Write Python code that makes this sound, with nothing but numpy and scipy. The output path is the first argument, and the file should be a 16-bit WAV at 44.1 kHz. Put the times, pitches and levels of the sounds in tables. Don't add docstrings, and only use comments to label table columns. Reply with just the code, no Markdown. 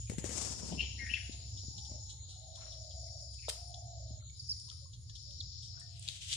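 import sys
import numpy as np
from scipy import signal
from scipy.fft import rfft, irfft, next_fast_len
from scipy.io import wavfile

SR = 44100
rng = np.random.default_rng(int(sys.argv[2]) if len(sys.argv) > 2 else 0)


def dump_mix(stems):
    frames = np.atleast_2d(stems).T
    limited = np.clip(frames, -1, 1)
    pcm = np.round(limited * 32767).astype(np.int16)
    wavfile.write(sys.argv[1], SR, pcm)


N = 280476
TIME = np.arange(N) / SR


def from_db(db):
    return 10 ** (np.asarray(db) / 20)


def rms_one(x):
    return x / np.sqrt(np.mean(x ** 2) + 1e-20)


def in_time(rows):
    times, *columns = np.transpose(rows)
    return [np.interp(TIME, times, column) for column in columns]


def pan(db):
    gains = from_db(np.array([[db], [-db]]) / 2)
    return gains / np.sqrt(np.mean(gains ** 2))


def arrive(x, left_lag_s, right_lag_s):
    return np.array([np.interp(TIME - lag, TIME, side) for lag, side in zip((left_lag_s, right_lag_s), x)])


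def drift(rate):
    points = rng.standard_normal(8192)
    return rms_one(np.interp(TIME * rate, np.arange(len(points)), points))


def keep_part(x, part, hz, order):
    return signal.sosfilt(signal.butter(order, hz, part, fs=SR, output="sos"), x)


def tint(x, colour):
    hz, db = np.transpose(colour)
    size = next_fast_len(N)
    freqs = np.maximum(np.fft.rfftfreq(size, 1 / SR), 1)
    gain = from_db(np.interp(np.log(freqs), np.log(hz), db))
    end_cut = (1 + (.6 * hz[0] / freqs) ** 4) * (1 + (.8 * freqs / hz[-1]) ** 8)
    return rms_one(irfft(rfft(x, size) * gain / end_cut, size)[..., :N])


def noise(colour, alike=0):
    shared = np.sqrt(alike) * rng.standard_normal(N)
    separate = np.sqrt(1 - alike) * rng.standard_normal((2, N))
    return tint(shared + separate, colour)


def phase_of(hz):
    return 2 * np.pi * np.cumsum(hz) / SR


def rough(phase, width_hz):
    a, b = rms_one(keep_part(rng.standard_normal((2, N)), "low", width_hz, order=3))
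    return (a * np.sin(phase) + b * np.cos(phase)) / np.sqrt(2)


def stroke(start, attack, hold, t60):
    age = TIME - start
    rise = np.sin(np.pi / 2 * np.clip(age / attack, 0, 1)) ** 2
    return rise * np.exp(-np.log(1000) * np.clip((age - attack - hold) / t60, 0, 2))


def note(start, length, start_hz, end_hz, arch_hz, peak_at, taper):
    progress = np.clip((TIME - start) / length, 0, 1)
    hz = start_hz + (end_hz - start_hz) * progress + arch_hz * np.sin(np.pi * progress)
    swell = np.interp(progress, [0, peak_at, 1], [0, 1, 0])
    return hz, np.sin(np.pi / 2 * swell) ** taper


def ring(x, hz, t60):
    fade, step = from_db(-60 / (t60 * SR)), 2 * np.pi * hz / SR
    return signal.lfilter([0, np.sin(step)], [1, -2 * fade * np.cos(step), fade * fade], x + 1e-18)


def strike(hits, tones):
    clicks = np.zeros(N)
    for start, db in hits:
        clicks[round(start * SR)] += from_db(db)
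    return sum((-1) ** k * from_db(db) * ring(clicks, hz, t60) for k, (hz, db, t60) in enumerate(tones))


def rub(strokes, colour, grain_db, gain_db, pan_db, catch_db=2.0, catches_per_s=55):
    slips = rng.standard_normal((2, N)) * from_db(grain_db * drift(900) + catch_db * drift(catches_per_s))
    level = np.sqrt(sum((from_db(db) * stroke(*shape)) ** 2 for *shape, db in strokes))
    return tint(slips, colour) * level * from_db(gain_db) * pan(pan_db)


def yard(x, t60, delay_s):
    age = TIME[:SR]
    onset = np.clip(age / delay_s - 1, 0, 1)
    echoes = rng.standard_normal((2, SR)) * np.exp(-np.log(1000) * age / t60) * onset
    echoes /= np.sqrt(np.sum(echoes ** 2, axis=1, keepdims=True))
    return signal.fftconvolve(np.atleast_2d(x), echoes, axes=1)[:, :N]


# (frequency [Hz], relative level [dB])
AIR_COLOUR = [(150, -7.5), (350, -5.5), (700, -11.5), (1100, -14), (2200, -21.5), (5000, -6.5), (9000, -20),
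              (13000, -23)]
def air():
    return from_db(-76.5) * noise(AIR_COLOUR, alike=0.08)


# (frequency [Hz], relative level [dB])
RUMBLE_COLOUR = [(22, -25), (42, -22), (50, -19), (58, -2), (75, -1), (95, 1.5), (122, -4.5), (145, -13.5),
                 (200, -32), (300, -43), (500, -46)]
# (time [s], level [dB])
RUMBLE_LEVEL = [(0, -50.5), (1.5, -48.5), (2.5, -51.5), (3.4, -51), (4.1, -49.5), (4.6, -50), (5.4, -48),
                (5.8, -49), (6.3, -50)]
# (pitch [Hz], pitch wobble [Hz], level wobble [dB])
HUM_TONES = [(64.4, 1.308, 1.5), (114.8, 1.775, 2)]
# (time [s], lower hum [dB], upper hum [dB])
HUM_LEVELS = [(0, -49, -46), (.9, -44.5, -67), (1.498, -48.5, -52), (2.4, -55, -65.5), (2.9, -52.5, -55.5),
              (3.599, -50, -60), (4.1, -47.5, -47.5), (4.549, -61, -61.5), (6.301, -58.5, -64.5)]
def motor():
    hum = 0
    for (hz, wobble_hz, wobble_db), level_db in zip(HUM_TONES, in_time(HUM_LEVELS)):
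        level = from_db(level_db + wobble_db * drift(7))
        hum += level * np.sin(phase_of(hz + wobble_hz * drift(7.3)))
    rumble = from_db(in_time(RUMBLE_LEVEL)[0] - 1) * noise(RUMBLE_COLOUR, alike=0.9)
    return (rumble + hum) * pan(-0.91)


# (start [s], length [s], first pitch [Hz], last pitch [Hz], arch [Hz],
# level [dB], hoarseness [0-1])
CROW_NOTES = [(1.089, 0.53, 700, 647, 2.5, -72, 0.6), (1.684, 0.37, 821, 831, 2.5, -66, 0.9),
              (1.892, 0.11, 601, 599, -0.5, -58, 0.85), (2.05, 0.18, 873, 934, -1.5, -71, 0.9),
              (2.273, 0.44, 746, 750, 15, -67.5, 0.6), (2.346, 0.5, 648, 616, 11.5, -61.5, 0.88),
              (2.661, 0.7, 616, 642.7, 25, -59.5, 0.9), (3.513, 0.53, 681, 659.4, 36.5, -56, 0.6),
              (3.893, 0.33, 680, 619, -2, -60, 0.77), (4.81, 0.049, 582, 530, 2, -70, 0.16),
              (5.257, 0.09, 574, 572, 1, -72.5, 0.4), (5.638, 0.6, 702, 636, 15, -74, 0.68)]
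def roosters():
    crow = 0
    for *shape, db, hoarse in CROW_NOTES:
        hz, swell = note(*shape, peak_at=0.48, taper=0.59)
        phase = phase_of(hz * (1 + 0.012 * drift(60)))
        clear = np.sqrt(1 - hoarse ** 2) * np.sin(phase)
        crow += swell * from_db(db) * (clear + hoarse * rough(phase, width_hz=80))
    crow = keep_part(crow, "band", [500, 930], order=4)
    return from_db(1.5) * crow + from_db(-7.5) * yard(crow, t60=0.19, delay_s=0.023)


def noise_band(level_db, hz, width_hz, gain_db, pan_db, throb_db, throbs_per_s=30):
    edges_hz = [hz - width_hz / 2, hz + width_hz / 2]
    band = rms_one(keep_part(rng.standard_normal((2, N)), "band", edges_hz, order=3))
    return band * from_db(level_db + gain_db + throb_db * drift(throbs_per_s)) * pan(pan_db)


# (centre [Hz], width [Hz], level [dB], left over right [dB])
FLICKER_BAND = (2123, 248.5, -98.5, 0.5)
def faint_flicker():
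    return noise_band(0, *FLICKER_BAND, throb_db=8.0, throbs_per_s=24)


# (frequency [Hz], relative level [dB])
RASP_COLOUR = [(2400, -36.5), (3000, -10), (3500, -1.5), (4050, 8), (4350, 7), (4650, -13), (5200, -30),
               (7500, -70)]
# (centre [Hz], width [Hz], gain [dB], left over right [dB])
SHRILL_BAND = (6871, 412, 0.5, 0)
THIN_BAND = (9370.5, 460.5, 0.5, 14)
HIGHEST_BAND = (9779, 478.5, -1.5, 7)
# (time [s], level [dB])
RASP_LEVEL = [(0, -76), (.8, -63.5), (1.5, -61.5), (2.0, -63.5), (2.23, -61), (2.55, -58.5), (3.3, -69),
              (3.68, -66.5), (3.8, -69), (4.1, -63.5), (4.3, -64.5), (4.5, -67.5), (4.8, -64), (5.0, -72.5),
              (5.3, -62), (6.0, -64)]
SHRILL_LEVEL = [(0, -52), (.7, -56), (2.3, -55.5), (2.7, -62), (2.9, -57.5), (3.9, -59), (5.0, -64.5),
                (5.6, -61), (5.9, -68)]
THIN_LEVEL = [(0, -68.5), (.95, -74), (1.22, -63), (1.45, -79), (2.25, -79), (2.5, -72.5), (3.0, -72),
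              (3.3, -69), (3.7, -66.5), (3.95, -88.5), (4.3, -76.5), (4.6, -63.5), (4.95, -75.5),
              (5.3, -76), (5.6, -91.5)]
HIGHEST_LEVEL = [(0, -71), (.9, -77), (1.2, -65.5), (1.5, -76.5), (1.8, -69.5), (2.4, -90), (3.2, -90),
                 (4, -88)]
def shrilling_insects():
    rasp = noise(RASP_COLOUR) * from_db(in_time(RASP_LEVEL)[0] + 1.5 * drift(25)) * pan(12)
    shrill = noise_band(in_time(SHRILL_LEVEL)[0], *SHRILL_BAND, throb_db=1.9)
    thin = noise_band(in_time(THIN_LEVEL)[0], *THIN_BAND, throb_db=2.2)
    highest = noise_band(in_time(HIGHEST_LEVEL)[0], *HIGHEST_BAND, throb_db=2.2)
    return rasp + shrill + thin + highest


def phrasing(phrases, rest_db=-99):
    power = from_db(rest_db) ** 2
    for start, rise, hold, fall, db in phrases:
        end = start + rise + hold + fall
        effort = np.clip(np.minimum((TIME - start) / rise, (end - TIME) / fall), 0, 1)
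        power += (from_db(db) * np.sin(np.pi / 2 * effort) ** 1.74) ** 2
    return 10 * np.log10(power)


# (frequency [Hz], relative level [dB])
BUZZ_COLOUR = [(3800, -40.5), (4400, -1.5), (4750, 2.5), (5100, 5), (5350, 3), (5900, -17), (6400, -14),
               (7400, -71)]
# (centre [Hz], width [Hz], gain [dB], left over right [dB])
SIZZLE_BAND = (5499, 519.5, -0.5, 7)
# (start [s], rise [s], hold [s], fall [s], level [dB])
BUZZ_PHRASES = [(-.3, 0.15, 0.15, 0.18, -64), (.2, 0.28, 0.33, .2, -54), (.75, 0.34, 0.48, .3, -57.5),
                (1.3, 0.48, 0.078, .35, -56), (2.2, .1, 0.23, .2, -65), (2.35, 0.83, .3, .55, -53),
                (3.85, .15, .1, 0.12, -60.5), (4.28, 0.19, 0.18, 0.38, -54), (4.9, 0.52, .3, 0.44, -53)]
SIZZLE_PHRASES = [(-.3, 0.15, 0.15, 0.2, -61.5), (.22, .2, 0.67, 0.33, -51), (1.33, 0.32, 0.26, 0.37, -54),
                  (2.25, 0.075, 0.18, 0.11, -67), (2.45, 0.25, .03, 0.21, -52),
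                  (2.8, 0.25, 0.04, 0.37, -54.5), (3.25, 0.18, 0.093, 0.76, -57.5),
                  (3.8, 0.29, .05, 0.09, -63.5), (4.3, 0.21, 0.13, 0.35, -58), (4.95, 0.37, 0.36, .32, -55)]
def buzzing_insects():
    buzz = noise(BUZZ_COLOUR) * from_db(phrasing(BUZZ_PHRASES) + 0.6 * drift(23)) * pan(10)
    sizzle = noise_band(phrasing(SIZZLE_PHRASES), *SIZZLE_BAND, throb_db=1.0)
    return buzz + sizzle


# (start [s], length [s], first pitch [Hz], last pitch [Hz], arch [Hz], level [dB])
CHIP_NOTES = [(4.391, 0.023, 5270, 4330, 3, -44.5), (4.484, 0.036, 4640, 6000, 98, -36.5),
              (4.504, 0.032, 5830, 4310, -200, -36.5), (5.398, 0.021, 5030, 2974, 1, -41)]
def small_bird():
    song = 0
    for *shape, db in CHIP_NOTES:
        hz, swell = note(*shape, peak_at=0.42, taper=1.84)
        phase = phase_of(hz * (1 + 0.018 * drift(900)))
        song += swell * from_db(db) * (np.sin(phase) + from_db(-26) * np.sin(2 * phase))
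    direct = arrive(song * pan(-2.5), left_lag_s=0.000288, right_lag_s=0)
    return from_db(5.5) * direct + from_db(-5.5) * yard(song, t60=0.83, delay_s=0.002)


# (start [s], rise [s], hold [s], fade [s], level [dB])
BRUSH_STROKES = [(.099, 0.0042, 0.009, 0.12, -52.5), (.186, 0.0041, 0.0085, 0.056, -49),
                 (.241, 0.011, 0.013, 0.25, -45), (.255, 0.13, 0.087, 0.3, -42),
                 (.48, 0.032, 0.17, 0.43, -50.5)]
GRIP_STROKES = [(.07, 0.18, .03, 3, -55.5), (.67, 0.037, 0.025, 0.76, -56.5), (.82, 0.018, 0.042, .2, -65),
                (.98, 0.024, 0.18, .3, -68.5), (1.28, 0.013, 0.023, 0.65, -66), (1.45, 0.14, 0.18, .8, -68),
                (1.66, 0.037, 0.14, 0.69, -75), (1.9, 0.0073, 0.02, 0.48, -64.5),
                (4.05, 0.085, 0.027, .2, -72.5), (5.39, .02, 0.062, 0.13, -87)]
# (frequency [Hz], relative level [dB])
BRUSH_COLOUR = [(150, 5.5), (1000, -5), (2000, -10.5), (4000, -5.5), (6000, 3.5), (7500, 4.5), (9500, -6.5),
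                (11500, -19), (12700, -32.5), (14000, -39)]
GRIP_COLOUR = [(100, -7), (180, 17), (450, -4), (900, -6), (1500, -36.5), (3000, -9.5)]
def hand_rubbing():
    brush = rub(BRUSH_STROKES, BRUSH_COLOUR, grain_db=0, gain_db=3.5, pan_db=21.5)
    grip = rub(GRIP_STROKES, GRIP_COLOUR, grain_db=4.5, gain_db=7.5, pan_db=7.5, catch_db=5)
    return brush + grip


# (time [s], thud level [dB], pitch [Hz], click level [dB], contact time [s])
KNOCKS = [(0.0976, -30, 204, -42.5, 0.00042), (0.119, -40, 406, -81, 0.00055),
          (0.1829, -25, 163, -42.5, 0.0015), (0.2416, -31, 340, -42.5, 0.00091),
          (0.257, -40, 484, -59, 0.0025), (0.293, -35.5, 220, -44, .001), (.308, -47, 202, -53, 0.0018),
          (0.777, -34.5, 184, -63, 0.0024), (0.825, -37.5, 222, -71, 0.0049),
          (1.294, -36, 254, -72, 0.0023), (1.682, -36.5, 151, -91, 0.0024),
          (1.915, -35.5, 188, -66.5, 0.0031), (4.106, -37, 151, -85, 0.0036),
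          (5.392, -45, 247, -86, 0.0063)]
# (frequency [Hz], relative level [dB])
CLICK_COLOUR = [(250, -18), (500, 9), (1000, -25), (1900, -2), (4000, -12.5), (7500, -2.5), (10000, -15),
                (13000, -28)]
def hand_knocks(click_s=0.0031, tail_s=0.072, tail_db=-15):
    thuds, click_level = np.zeros((2, N))
    for start, db, hz, click_db, contact_s in KNOCKS:
        onset = stroke(start, max(contact_s, .0005), hold=1, t60=1)
        thuds += strike([(start, db)], [(hz, 0, 0.02)]) * onset
        at = round(start * SR)
        age = TIME[:N - at]
        fade = np.exp(-age / click_s) + from_db(tail_db) * np.exp(-age / tail_s)
        click_level[at:] += from_db(click_db) * fade
    thuds = keep_part(thuds, "low", hz=750, order=2)
    thuds = keep_part(thuds, "high", hz=70, order=2)
    clicks = click_level * noise(CLICK_COLOUR, alike=1)
    return (from_db(5.5) * thuds + from_db(3) * clicks) * pan(15)


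# (start [s], rise [s], hold [s], fade [s], level [dB])
SHIFT_STROKES = [(.5, .15, .15, 0.76, -60.5), (1.1, 0.18, 0.26, 1, -76.5), (1.9, 0.19, 0.16, 0.64, -75.5),
                 (4.3, 0.12, 0.34, .5, -82.5), (5.15, 0.16, .1, .6, -84.5), (6.05, .04, 0.088, 0.54, -80.5)]
SHUFFLE_STROKES = [(2.53, 0.093, 0.061, 0.27, -59.5), (4.18, 0.033, .01, 0.17, -78),
                   (4.67, 0.028, 0.018, 0.097, -67), (5.72, 0.066, 0.0052, 0.3, -63.5)]
SCRAMBLE_STROKES = [(-.05, .04, 0.16, .4, -65.5), (5.82, 0.16, .02, .2, -65),
                    (5.99, 0.081, 0.17, 0.44, -54), (6.06, 0.03, 0.0045, 0.13, -48.5),
                    (6.21, 0.095, 0.049, 0.17, -46.5), (6.295, 0.041, 0.0022, 0.032, -38)]
# (frequency [Hz], relative level [dB])
SHIFT_COLOUR = [(180, 0.5), (300, -1.5), (500, 0), (850, -6), (1200, -13.5)]
SHUFFLE_COLOUR = [(400, 8), (800, 6), (1200, 11.5), (1700, 6), (2300, 5.5), (3500, 6.5), (6000, -42)]
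SCRAMBLE_COLOUR = [(700, -42), (1500, -19.5), (2100, -11.5), (3200, 3.5), (4400, -3), (6000, -2),
                   (8500, -4.5), (11000, -21), (14000, -34)]
def rustling():
    shifts = rub(SHIFT_STROKES, SHIFT_COLOUR, grain_db=2, gain_db=-1.5, pan_db=5,
                 catch_db=5.5, catches_per_s=30)
    shuffles = rub(SHUFFLE_STROKES, SHUFFLE_COLOUR, grain_db=-2, gain_db=-4, pan_db=9, catch_db=4)
    scramble = rub(SCRAMBLE_STROKES, SCRAMBLE_COLOUR, grain_db=0, gain_db=4, pan_db=4.5)
    return shifts + shuffles + scramble


# (time [s], level [dB], pitch [Hz], ring time [s])
FOOT_TAPS = [(1.916, -57, 1050, 0.039), (2.144, -80, 1176, .04), (2.21, -68, 960, 0.047),
             (2.329, -68, 1370, 0.091), (2.576, -53, 1010, 0.044), (2.63, -53, 1380, 0.037),
             (4.223, -54, 1340, .03), (4.298, -55, 2260, .04), (4.681, -59.5, 1040, 0.089),
             (4.712, -53, 1280, 0.05), (4.856, -57.5, 1070, 0.047), (5.092, -59, 1140, 0.021),
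             (5.095, -59, 1750, 0.041), (5.771, -51, 1500, 0.057), (5.813, -46.5, 1815, 0.038)]
def foot_taps():
    taps = 0
    for start, db, hz, t60 in FOOT_TAPS:
        taps += strike([(start, db)], [(hz, 0, t60)]) * stroke(start, attack=0.0031, hold=1, t60=1)
    return taps * pan(4.7)


# (time [s], level [dB])
LANDING_HIT = [(3.4828, -45.5)]
# (pitch [Hz], gain [dB], ring time [s])
FLOOR_TONES = [(452, 8.3, 0.04), (630, 14, 0.027), (963, 9.6, 0.019), (1320, 4.5, 0.036),
               (3730, 9.1, 0.014)]
# (start [s], rise [s], hold [s], fade [s], level [dB])
SKID_STROKES = [(3.484, 0.0081, 0.0072, 0.046, -37.5), (3.51, 0.032, 0.011, 0.14, -71)]
# (frequency [Hz], relative level [dB])
SKID_COLOUR = [(500, -17), (2200, -4.5), (3400, 5.5), (5000, 3.5), (7000, 0), (9500, 4.5), (11000, -9),
               (14000, -13)]
def landing():
    knock = strike(LANDING_HIT, FLOOR_TONES) * pan(2.1)
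    return knock + rub(SKID_STROKES, SKID_COLOUR, grain_db=-3, gain_db=2.5, pan_db=2.5)


# (time [s], body level [dB], edge level [dB], decay time [s])
CLAW_TICKS = [(0.8144, -50, -74, 0.013), (1.32, -46.5, -55, 0.014), (1.477, -57, -82, 0.011),
              (1.57, -50.5, -62, 0.017), (1.778, -44.5, -53, 0.009), (1.847, -46.5, -56, 0.012),
              (2.0916, -45, -49.5, 0.017), (2.2828, -50, -55, 0.035), (2.555, -45, -51, 0.0056),
              (2.716, -49, -66, 0.016), (2.772, -59, -67, 0.0039), (2.904, -52.5, -82, 0.015),
              (3.3385, -55, -48, 0.0071), (3.7404, -43, -69.5, 0.0048), (4.296, -51, -82, 0.0036),
              (4.598, -51.5, -38.5, 0.0027), (4.687, -47, -75, 0.0024), (4.699, -37.5, -47, 0.0023),
              (4.93, -50.5, -68, 0.013), (5.095, -44.5, -68, 0.0046), (5.151, -46.5, -56, 0.011),
              (5.308, -47, -55, 0.0026), (5.615, -52, -54.5, 0.036), (5.7951, -59, -41.5, 0.0067),
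              (5.994, -57, -38.5, 0.0033), (6.024, -50, -39.5, 0.0039)]
# (frequency [Hz], relative level [dB])
BODY_COLOUR = [(1500, -32.5), (2400, -27), (3200, 0), (3800, 2.5), (4600, -1.5), (6000, 0), (7500, -18)]
EDGE_COLOUR = [(4000, -42.5), (7000, -5), (9000, 4.5), (11000, -49.5), (14000, -30)]
def claws(rise_share=0.42, body_gain_db=4, edge_gain_db=-2):
    body_level, edge_level = np.zeros((2, N))
    age = TIME[:SR // 8]
    for start, body_db, edge_db, decay_s in CLAW_TICKS:
        scratch = (1 - np.exp(-age / (rise_share * decay_s))) * np.exp(-age / decay_s)
        at = slice(round(start * SR), round(start * SR) + len(scratch))
        body_level[at] += from_db(body_db + body_gain_db) * scratch
        edge_level[at] += from_db(edge_db + edge_gain_db) * scratch
    body = body_level * noise(BODY_COLOUR, alike=0.73) * pan(3.5)
    edge = edge_level * noise(EDGE_COLOUR, alike=0.99) * pan(-4)
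    return body + edge


# (time [s], level [dB])
SNAP_HITS = [(6.0785, -25), (6.0868, -17.5), (6.0915, -35), (6.096, -35), (6.3288, -19), (6.3302, -33)]
# (pitch [Hz], gain [dB], ring time [s])
WIRE_TONES = [(2580, -15.5, 0.0082), (3200, -9, 0.0056), (3750, -2.5, 0.0061), (4800, -1.5, 0.0033),
              (5040, -12, 0.0068), (6840, -11, 0.0033)]
def wire_snaps():
    return strike(SNAP_HITS, WIRE_TONES) * pan(11)


# (pitch [Hz], gain [dB], ring time [s])
MESH_TONES = [(1750, 2, 0.43), (1890, 11, .25), (2050, -10, .4), (2139, -5, .4), (2430, 8, 0.26),
              (2670, 1, 0.26), (2660, -12, 0.31), (3010, -17, 0.32), (2780, -7.5, .3), (3150, -5, .3),
              (3400, -12, .25)]
def mesh_ringing(x):
    return sum(ring(x, hz, t60) * from_db(db) * 2 * np.log(1000) / (t60 * SR) for hz, db, t60 in MESH_TONES)


# (start [s], length [s], first pitch [Hz], last pitch [Hz], arch [Hz], level [dB],
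# loudest point [share of length], hoarseness [0-1], trill rate [Hz], wave bend [radians])
SQUEAK_NOTES = [(0.07, 0.014, 2430, 2470, 0, -54, .5, .4, 244, 0.054),
                (0.770, 0.042, 2730, 2677, 3, -34.5, 0.88, 0.4, 250, -0.37),
                (0.787, 0.033, 2810, 2726, 8.5, -26.5, 0.67, 0.4, 238, -0.097),
                (0.804, 0.023, 2880, 2950, -1, -34.5, 0.23, 0.9, 242, 0.24),
                (0.809, .028, 4310, 4400, 1, -47, .45, 0.7, 256, .5),
                (0.824, 0.039, 2720, 3357, 57, -37, .3, 0.77, 342, 0.31),
                (0.975, 0.038, 1876, 2100, 18.5, -47.5, .7, 0.3, 231, -0.064),
                (0.987, 0.075, 2145, 2128, 5.5, -36.5, 0.24, 0.2, 257, 0.59),
                (1.039, 0.024, 1880, 1710, 4.5, -48, .4, 0.5, 287, -.2),
                (1.06, 0.024, 1960, 1865, -2.5, -38, .3, 0.65, 294, -0.54),
                (1.076, 0.03, 1780, 2006, -27.5, -45.5, 0.6, 0.65, 300, -0.28),
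                (1.09, .045, 2650, 3084, 86, -33, 0.34, 0.25, 282, 0.74),
                (1.134, 0.018, 2665, 2705, -0.5, -21.5, .35, 0.3, 202, 0.17),
                (1.137, .027, 3080, 3036, -1, -35, .5, 0.7, 250, -0.4),
                (1.156, 0.035, 2300, 1762, -3, -42.5, .45, 0.9, 283, 0.04),
                (3.381, 0.03, 2630, 2550, -5, -56, 0.46, 0.34, 237, 0.25),
                (3.414, 0.052, 2650, 2360, -4.5, -54, 0.41, 0.97, 228, 0.3)]
def squeaks(trill_depth=0.53, trill_rise_hz_per_s=2170, octave_db=-23, hiss_db=-11):
    whistle, rasp = 0, 0
    for start, length, *pitch, db, peak_at, hoarse, trill_hz, bend in SQUEAK_NOTES:
        hz, swell = note(start, length, *pitch, peak_at, taper=1.1)
        flutter_hz = trill_hz + trill_rise_hz_per_s * (np.clip(TIME - start, 0, length) - length / 2)
        flutter = phase_of(flutter_hz * (1 + 0.029 * drift(150)) * (TIME > start))
        phase = phase_of(hz) - bend * np.sin(flutter)
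        level = swell * from_db(db) * (1 + trill_depth * np.cos(flutter)) / (1 + trill_depth)
        whistle += level * (np.sin(phase) + from_db(octave_db) * np.sin(2 * phase))
        hiss = from_db(hiss_db) * rough(1.4 * phase, width_hz=900)
        rasp += level * hoarse * (rough(phase, width_hz=330) + hiss)
    whistle, rasp = keep_part([whistle, rasp], "high", hz=1500, order=8)
    direct = whistle + from_db(-2) * (rasp + mesh_ringing(whistle + rasp))
    scattered = .85 * rasp + .2 * whistle
    return direct * pan(11) + yard(scattered, t60=0.65, delay_s=0.003) * pan(8)


def scene():
    far = arrive(motor() + roosters(), left_lag_s=0, right_lag_s=0.00028)
    outdoors = air() + far + faint_flicker() + shrilling_insects() + buzzing_insects() + small_bird()
    hand = hand_rubbing() + hand_knocks()
    cage = rustling() + foot_taps() + landing() + claws() + wire_snaps()
    cage_direct = arrive(cage, left_lag_s=0.0002746, right_lag_s=0)
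    cage_echo = from_db(-8.5) * yard(cage, t60=0.36, delay_s=0.0059)
    return outdoors + hand + cage_direct + cage_echo + squeaks()


def record(dry):
    cutoff_hz = 14300
    return signal.sosfilt(signal.ellip(10, .1, 80, cutoff_hz, fs=SR, output="sos"), dry)


dry = scene()
out = record(dry)
dump_mix(out)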